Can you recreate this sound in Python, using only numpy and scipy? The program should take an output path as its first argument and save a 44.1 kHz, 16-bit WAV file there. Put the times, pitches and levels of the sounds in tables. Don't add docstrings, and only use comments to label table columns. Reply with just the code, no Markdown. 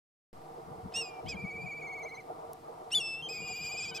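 import sys
import numpy as np
from scipy import signal
from scipy.fft import rfft, irfft, next_fast_len
from scipy.io import wavfile
from scipy.ndimage import uniform_filter1d, map_coordinates

SR = 44100
rng = np.random.default_rng(int(sys.argv[2]) if len(sys.argv) > 2 else 0)


def wrap_up_sound(samples):
    columns = np.atleast_2d(samples).T
    tamed = np.clip(columns, -1, 1)
    steps = np.round(tamed * 32767).astype(np.int16)
    wavfile.write(sys.argv[1], SR, steps)


def attenuation_scalar(level_db):
    decades = np.asarray(level_db, float) / 20
    return 10 ** decades


N = 176400

SIDE_TONES_DB = [-21, -16, -22, -22, -22, -21, -33, -36]
# start [s], length [s], pitch [Hz], level [dB].
VOICE_BREAKS = [
    (1.345, .026, 790, -55),
    (1.652, .008, 760, -70),
    (1.8, .012, 760, -70),
    (3.905, .045, 745, -46),
    (3.978, .034, 760, -44),
]
# start [s], length [s], level [dB].
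BREATH_PUFFS = [
    (.918, .035, -59),
    (1.256, .05, -59),
    (2.903, .016, -55),
]
# frequency [Hz], gain [dB].
FACING_COLOUR = [(4700, -8), (5100, -2), (7200, -10), (8600, -12), (9800, -40), (10600, -22), (12300, -20),
                 (15500, -24)]
FACING_ORDERS_DB = [0, 0, -14, -11, -11]
FACING_SIDE_RATIO = .36
EDGE_S = .004


def unit(x):
    return x / np.sqrt(np.mean(x ** 2) + 1e-20)


def along(points, hz):
    f, v = np.transpose(points)
    return np.interp(np.log(hz + 1), np.log(f + 1), v)


def wobble(rate, size=N):
    knots = rng.standard_normal(int(size * rate / SR) + 4)
    return map_coordinates(knots, [np.arange(size) * rate / SR])


def filtered(x, response):
    m = next_fast_len(N + SR // 2)
    return irfft(rfft(x, m) * response(np.fft.rfftfreq(m, 1 / SR)), m)[..., :N]


def patchy(patchy_db):
    z = signal.stft(rng.standard_normal((2, N)), nperseg=512)[2]
    field = uniform_filter1d(rng.standard_normal(z.shape[1:]), 7, 0)
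    field = uniform_filter1d(field, 6, 1)
    fade = 1 / (1 + (np.arange(len(field)) * SR / 512 / 1800) ** 4)
    gain = attenuation_scalar(patchy_db * unit(field) * fade[:, None])
    return signal.istft(z * gain, nperseg=512)[1][:, :N]


def shell_ring(modes, f):
    return 1 + sum(attenuation_scalar(db) * 1j * f * w / (c * c - f * f + 1j * f * w) for c, w, db in modes)


def hum():
    # frequency [Hz], level [dB per Hz].
    hum_mid = [(40, -95), (110, -87), (300, -90), (800, -91), (1350, -96), (1600, -106), (3000, -114),
               (15000, -140)]
    hum_side = [(40, -114), (150, -100), (400, -92), (800, -88), (1350, -92), (1700, -104), (3000, -114),
                (14000, -130)]
    # frequency [Hz], width [Hz], gain [dB].
    shell_mid = [(156, 10, 11), (350, 40, 7), (458, 24, 17), (650, 50, 7), (743, 30, 16), (945, 40, 3),
                 (1170, 50, 5)]
    shell_side = [(450, 50, 6), (650, 70, 8), (850, 70, 10)]
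    # frequency [Hz], turn [radians].
    side_turn = [(160, .3), (350, 2.7), (600, 1.6), (1200, 1.2)]
    # frequency [Hz], level [dB per Hz].
    hiss_curve = [(1000, -112), (2100, -102), (2600, -108), (5200, -108), (6500, -113), (8000, -111),
                  (13000, -115), (15500, -121)]
    # time [s], strength [dB].
    wind_curve = [(0.34, -54), (0.81, -49), (2.03, -51), (2.05, -44), (2.1, -61), (2.14, -50), (2.21, -56),
                  (2.32, -48), (2.58, -53), (2.62, -64), (2.64, -50), (2.85, -47), (2.89, -53), (3.51, -51),
                  (3.54, -64), (3.56, -55), (3.76, -49), (4.0, -52)]
    # time [s], peak [dB].
    flurry_peaks = [(0.683, -43), (0.749, -41), (0.794, -43), (0.884, -39), (2.24, -44), (2.27, -43),
                    (2.297, -38), (2.49, -40), (2.644, -42), (2.681, -40), (2.727, -41)]
    t = np.arange(N) / SR

    a, b = patchy(patchy_db=1.8) * np.sqrt(SR / 2)
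    share = lambda hz: .7 / (1 + (hz / 1700) ** 6)
    across = lambda hz: attenuation_scalar(along(hum_side, hz)) * shell_ring(shell_side, hz)
    turned = lambda hz: np.exp(1j * along(side_turn, hz)) * share(hz)
    mid = filtered(a, lambda hz: attenuation_scalar(along(hum_mid, hz)) * shell_ring(shell_mid, hz))
    side = filtered(a, lambda hz: across(hz) * turned(hz))
    side = side + filtered(b, lambda hz: across(hz) * np.sqrt(1 - share(hz) ** 2))
    pair = np.array([mid + side, mid - side])

    flurry = 0
    for s, db in flurry_peaks:
        rise = np.clip((t - s) / .004, 0, 1)
        flurry = flurry + attenuation_scalar(db + 37) * rise * np.exp(-np.abs(t - s) / .02)
    wind_db = np.interp(t, *np.transpose(wind_curve)) + 52
    gain = attenuation_scalar(.7 * wind_db + 1.5 * wobble(14)) * (1 + flurry)
    windy = filtered(pair, lambda hz: 1 / (1 + (np.log(hz / 620 + 1e-9) / .7) ** 4))

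    hiss = filtered(rng.standard_normal((2, N)) * np.sqrt(SR / 2), lambda hz: attenuation_scalar(along(hiss_curve, hz)))
    mid, side = hiss * attenuation_scalar([[0], [-4]])
    return pair + windy * (gain - 1) + [mid + side, mid - side]


def gusts():
    # centre [s], length [s], level [dB].
    gust_rows = [(.36, .06, -56), (.7, .12, -54), (.79, .04, -54), (.86, .05, -44), (.96, .05, -52),
                 (1.26, .06, -43), (1.35, .14, -47), (1.447, .025, -37), (1.57, .2, -52), (2.98, .05, -53),
                 (3.63, .08, -55), (3.85, .25, -56), (3.45, .2, -58)]
    # frequency [Hz], gain [dB].
    thump_curve = [(30, -26), (80, -3), (190, 0), (330, -20), (600, -50), (1200, -120)]
    t = np.arange(N) / SR
    strength = sum(attenuation_scalar(db) * np.exp(-(2 * (t - s) / length) ** 2) for s, length, db in gust_rows)
    noise = filtered(rng.standard_normal((2, N)), lambda hz: attenuation_scalar(along(thump_curve, hz)))
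    lumps = attenuation_scalar(3 * np.array([wobble(25), wobble(25)]))
    port_gain = attenuation_scalar([[5], [-3]])
    return port_gain * strength * unit((noise + .6 * noise[::-1]) * lumps)


def add(out, s, x):
    t = np.arange(len(x)) / SR
    edge = np.clip(np.minimum(t, t[-1] - t) / EDGE_S, 0, 1)
    part = out[round(s * SR):][:len(x)]
    part += (x * np.sin(np.pi / 2 * edge) ** 2)[:len(part)]


def voice(hz, db, over_db, tone_db, side_db, beak, ratio):
    n, (colour, orders_db) = len(hz), beak
    phase = 2 * np.pi * np.cumsum(hz) / SR
    tone = attenuation_scalar(tone_db) * np.exp(1j * phase)
    overs = 0
    for k, order_db in zip(range(2, 7), orders_db):
        fading_db = 1.0 * k * wobble(30, size=n)
        level_db = over_db + order_db + along(colour, k * hz) + fading_db
        overs = overs + attenuation_scalar(level_db) * np.exp(1j * k * phase)

    second = 2 * np.pi * np.cumsum(hz * ratio * (1 + .05 * wobble(90, size=n))) / SR
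    breath = 1 + attenuation_scalar(-7) * (wobble(1500, size=n) + 1j * wobble(1500, size=n))
    pair = breath * (np.exp(1j * second) + attenuation_scalar(-12) * np.exp(-1j * second))
    haze = wobble(5000, size=n) + 1j * wobble(5000, size=n)
    burst = attenuation_scalar(side_db + 3 * wobble(35, size=n))
    rasp = burst * haze * (attenuation_scalar(-17) * tone + attenuation_scalar(-5) * overs)
    stack = (tone + overs) * (1 + burst * pair) + rasp
    shimmer_db = .7 * wobble(70, size=n)
    return np.sqrt(2) * attenuation_scalar(db + shimmer_db) * np.real(stack)


def note(rows, side_db, beak, ratio):
    s, *cols = np.transpose(rows)
    t = np.arange(s[0] - EDGE_S / 2, s[-1] + EDGE_S / 2, 1 / SR)
    glide = round(.008 * SR) + 1
    hz, db, over_db = [uniform_filter1d(np.interp(t, s, c), glide, mode="nearest") for c in cols]
    return t[0], voice(hz, db, over_db, 0, side_db, beak, ratio)


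def quaver(rows, rule, beak, ratio):
    s, crest, trough, db = np.transpose(rows)
    start, end, best_hz, loss_db, over_db, first_db, last_db, dip_db = rule
    t, step = np.arange(start, end, 1 / SR), np.mean(np.diff(s))
    turn = np.interp(t, np.r_[s[0] - step, s, s[-1] + step], np.arange(len(s) + 2))
    swing = np.cos(2 * np.pi * turn)
    top, low = np.interp(t, s, crest), np.interp(t, s + step / 2, trough)
    hz = low + (top - low) * (1 + swing) / 2
    tone_db = -loss_db * ((hz - best_hz) / 100) ** 2
    level_db = np.interp(t, s + step / 2, db)
    side_db = np.linspace(first_db, last_db, len(t))
    return start, voice(hz, level_db, over_db - dip_db * swing, tone_db, side_db, beak, ratio)


def kite(notes, sides_db, trill, beak, ratio, breaks, puffs):
    # frequency [Hz], gain [dB].
    puff_curve = [(900, -30), (1600, -6), (3300, 0), (6000, -14), (13000, -30)]
    # multiple of the pitch, level [dB].
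    break_parts = [(2, -5), (3, -6), (4, 0), (5, -12)]
    out = np.zeros(N)
    air = unit(filtered(rng.standard_normal(N), lambda hz: attenuation_scalar(along(puff_curve, hz))))
    for rows, side_db in zip(notes, sides_db):
        add(out, *note(rows, side_db, beak, ratio))
    if trill:
        add(out, *quaver(*trill, beak, ratio))
    for s, length, hz, db in breaks:
        u = np.linspace(0, np.pi, round(length * SR))
        phase = 2 * np.pi * np.cumsum(hz * (1 + .1 * (1 - np.sin(u)))) / SR
        whistle = out[round(s * SR):][:len(u)]
        add(out, s, -whistle * np.sqrt(np.abs(np.sin(u)))[:len(whistle)])
        add(out, s, attenuation_scalar(db) * np.sin(u) * sum(attenuation_scalar(g) * np.sin(k * phase) for k, g in break_parts))
    for s, length, db in puffs:
        add(out, s, attenuation_scalar(db) * air[round(s * SR):][:round(length * SR)])
    return out


def side_on_call():
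    # time [s], pitch [Hz], level [dB], overtones [dB].
    yelp = [
        (.939, 2500, -50, 8),
        (.955, 2700, -39, 3),
        (.972, 2800, -33, -3),
        (.99, 2832, -35, -6),
        (1.012, 2750, -36, -3),
        (1.035, 2540, -49, 6),
        (1.095, 2425, -52, 0),
        (1.115, 2390, -57, -16),
        (1.205, 2325, -58, -14),
    ]
    hiccup = [
        (1.284, 2430, -48, 4),
        (1.295, 2520, -43, 5),
        (1.308, 2555, -45, 6),
        (1.33, 2330, -42, -2),
        (1.352, 2110, -52, -8),
    ]
    # time [s], pitch [Hz], level [dB], overtones [dB].
    catches = [
        [(1.262, 2130, -58, -25), (1.284, 2400, -52, -20)],
        [(1.262, 2880, -56, -25), (1.285, 3350, -48, -25)],
    ]
    # crest time [s], crest pitch [Hz], trough pitch [Hz], level [dB].
    swings_aside = [(1.381, 2373, 2320, -44.1), (1.427, 2403, 2215, -43.5), (1.487, 2319, 2219, -43.0),
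                    (1.541, 2349, 2258, -42.3), (1.595, 2378, 2331, -43.9), (1.649, 2472, 2268, -42.6),
                    (1.697, 2406, 2227, -40.5), (1.753, 2354, 2285, -43.9), (1.805, 2441, 2205, -43.1),
                    (1.855, 2328, 2116, -43.1), (1.909, 2270, 2167, -42.2), (1.959, 2318, 2171, -43.9),
                    (2.011, 2305, 2046, -45.5), (2.069, 2310, 2040, -45.0), (2.127, 2270, 2019, -47.1),
                    (2.189, 2315, 2012, -47.4)]
    # start [s], end [s], best pitch [Hz], loss [dB per (100 Hz off) squared],
    # overtones [dB], first and last side tones [dB], overtone swing towards the troughs [dB].
    rule_aside = (1.362, 2.216, 2270, 1.8, -17, -44, -40, 7)
    # frequency [Hz], gain [dB].
    colour_aside = [(4100, -5), (4500, -16), (5100, -2), (5600, -2), (6300, -9), (6900, -16), (7500, -13),
                    (8600, -10)]
    orders_aside = [0, 0, -32, -24, -50]
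    return kite([yelp, hiccup, *catches], SIDE_TONES_DB[:4], (swings_aside, rule_aside),
                (colour_aside, orders_aside), .33, VOICE_BREAKS[:3], BREATH_PUFFS[:2])


def ticks():
    # time [s], peak [dB].
    tick_rows = [
        (1.808, -51),
        (1.913, -54),
        (1.995, -50),
        (2.092, -56),
        (2.533, -32),
    ]
    out, t = np.zeros(N), np.arange(200) / SR
    for s, db in tick_rows:
        out[round(s * SR):][:len(t)] += attenuation_scalar(db - 60 * t / .003) * rng.standard_normal(len(t))
    return filtered(out, lambda hz: (1j * hz / (2600 + 1j * hz)) ** 4)


def yodel_call():
    # time [s], pitch [Hz], level [dB], overtones [dB].
    rise = [
        (2.916, 2640, -46, 4),
        (2.922, 2720, -37, 4),
        (2.934, 2880, -33, 0),
        (2.942, 3000, -26, -8),
        (2.947, 3090, -30, -8),
    ]
    peak = [
        (2.948, 3520, -27, -8),
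        (2.96, 3525, -23, -11),
        (2.982, 3425, -28, -6),
        (3.0, 3230, -44, -2),
    ]
    hold = [
        (3.0, 2900, -40, 0),
        (3.012, 2745, -35, 0),
        (3.035, 2648, -40, 1),
        (3.062, 2680, -39, -2),
        (3.085, 2640, -40, -3),
        (3.112, 2670, -38, -6),
        (3.14, 2632, -39, -8),
        (3.218, 2730, -46, -16),
    ]
    jump = [
        (3.223, 3135, -43, -16),
        (3.265, 3162, -39, -14),
        (3.283, 3110, -46, -18),
    ]
    # frequency [Hz], gain [dB].
    colour_yodel = [(5300, -2), (6100, -8), (7100, -6), (8000, -18), (8500, -6), (9200, -18), (10500, -10),
                    (14500, -22)]
    orders_yodel = [0, 0, -16, -22, -30]
    return kite([rise, peak, hold, jump], SIDE_TONES_DB[4:], None, (colour_yodel, orders_yodel),
                FACING_SIDE_RATIO, [], BREATH_PUFFS[2:])


def facing_quaver():
    # crest time [s], crest pitch [Hz], trough pitch [Hz], level [dB].
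    swings_facing = [(3.316, 2562, 2453, -42.6), (3.366, 2508, 2383, -43.0), (3.416, 2472, 2411, -44.3),
                     (3.464, 2505, 2396, -42.2), (3.516, 2486, 2344, -42.8), (3.57, 2484, 2375, -42.4),
                     (3.624, 2500, 2387, -41.0), (3.674, 2491, 2332, -42.1), (3.73, 2492, 2364, -40.6),
                     (3.784, 2531, 2376, -39.8), (3.838, 2530, 2319, -41.1), (3.894, 2481, 2300, -43.9),
                     (3.962, 2566, 2300, -41.6)]
    # start [s], end [s], best pitch [Hz], loss [dB per (100 Hz off) squared],
    # overtones [dB], first and last side tones [dB], overtone swing towards the troughs [dB].
    rule_facing = (3.285, 3.992, 2450, 1.5, 0, -27, -15, 0)
    return kite([], [], (swings_facing, rule_facing), (FACING_COLOUR, FACING_ORDERS_DB),
                FACING_SIDE_RATIO, VOICE_BREAKS[3:], [])


def far_answer():
    # time [s], pitch [Hz], level [dB], overtones [dB].
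    answer_notes = [
        [(3.342, 2190, -56, -8), (3.42, 2340, -50, -8)],
        [(3.42, 2830, -54, -20), (3.55, 2850, -57, -20), (3.9, 3060, -62, -20)],
    ]
    return kite(answer_notes, SIDE_TONES_DB[6:], None, (FACING_COLOUR, FACING_ORDERS_DB),
                FACING_SIDE_RATIO, [], [])


def toward(x, pan_db, high_pan_db, lead_s):
    side = np.array([[1], [-1]]) / 2
    lean = lambda hz: along([(3600, pan_db), (5000, high_pan_db), (9000, 0)], hz)
    turn = lambda hz: 2 * np.pi * hz * lead_s * np.exp(-(hz / 6000) ** 2)
    return filtered(x, lambda hz: attenuation_scalar(lean(hz) * side) * np.exp(1j * turn(hz) * side))


def echoes(x):
    x = filtered(x, lambda hz: 1 / (1 + (hz / 6000) ** 8))
    t = np.arange(SR // 2) / SR
    t60_s, delay_s = .9, .03
    tail = rng.standard_normal((2, len(t))) * attenuation_scalar(-60 * t / t60_s) * (t > delay_s)
    return attenuation_scalar(-22) * signal.fftconvolve(x[None], tail / np.linalg.norm(tail[0]), axes=1)[:, :N]


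def scene():
    aside = side_on_call()
    facing = yodel_call() + facing_quaver()
    far = far_answer()
    birds = toward(aside, -.3, -2.5, 2.5e-5)
    birds = birds + toward(facing, 1.9, -2.2, 3e-5)
    birds = birds + toward(far, 3.0, 3.0, 4e-5)
    return birds + echoes(aside + facing + far) + hum() + gusts() + ticks()


def low_pass(x):
    return signal.sosfilt(signal.butter(12, 16450, fs=SR, output="sos"), x)


def record(dry):
    start_s, settle_s = .3295, .1
    t = np.arange(N) / SR - start_s
    dry = filtered(dry, lambda hz: 1 / (1 + (hz / 15750) ** 80))
    offset = -.0002 - .0025 * np.exp(-np.abs(t) / settle_s)
    return low_pass(np.where(t > 0, dry + offset, 0))


dry = scene()
out = record(dry)
wrap_up_sound(out)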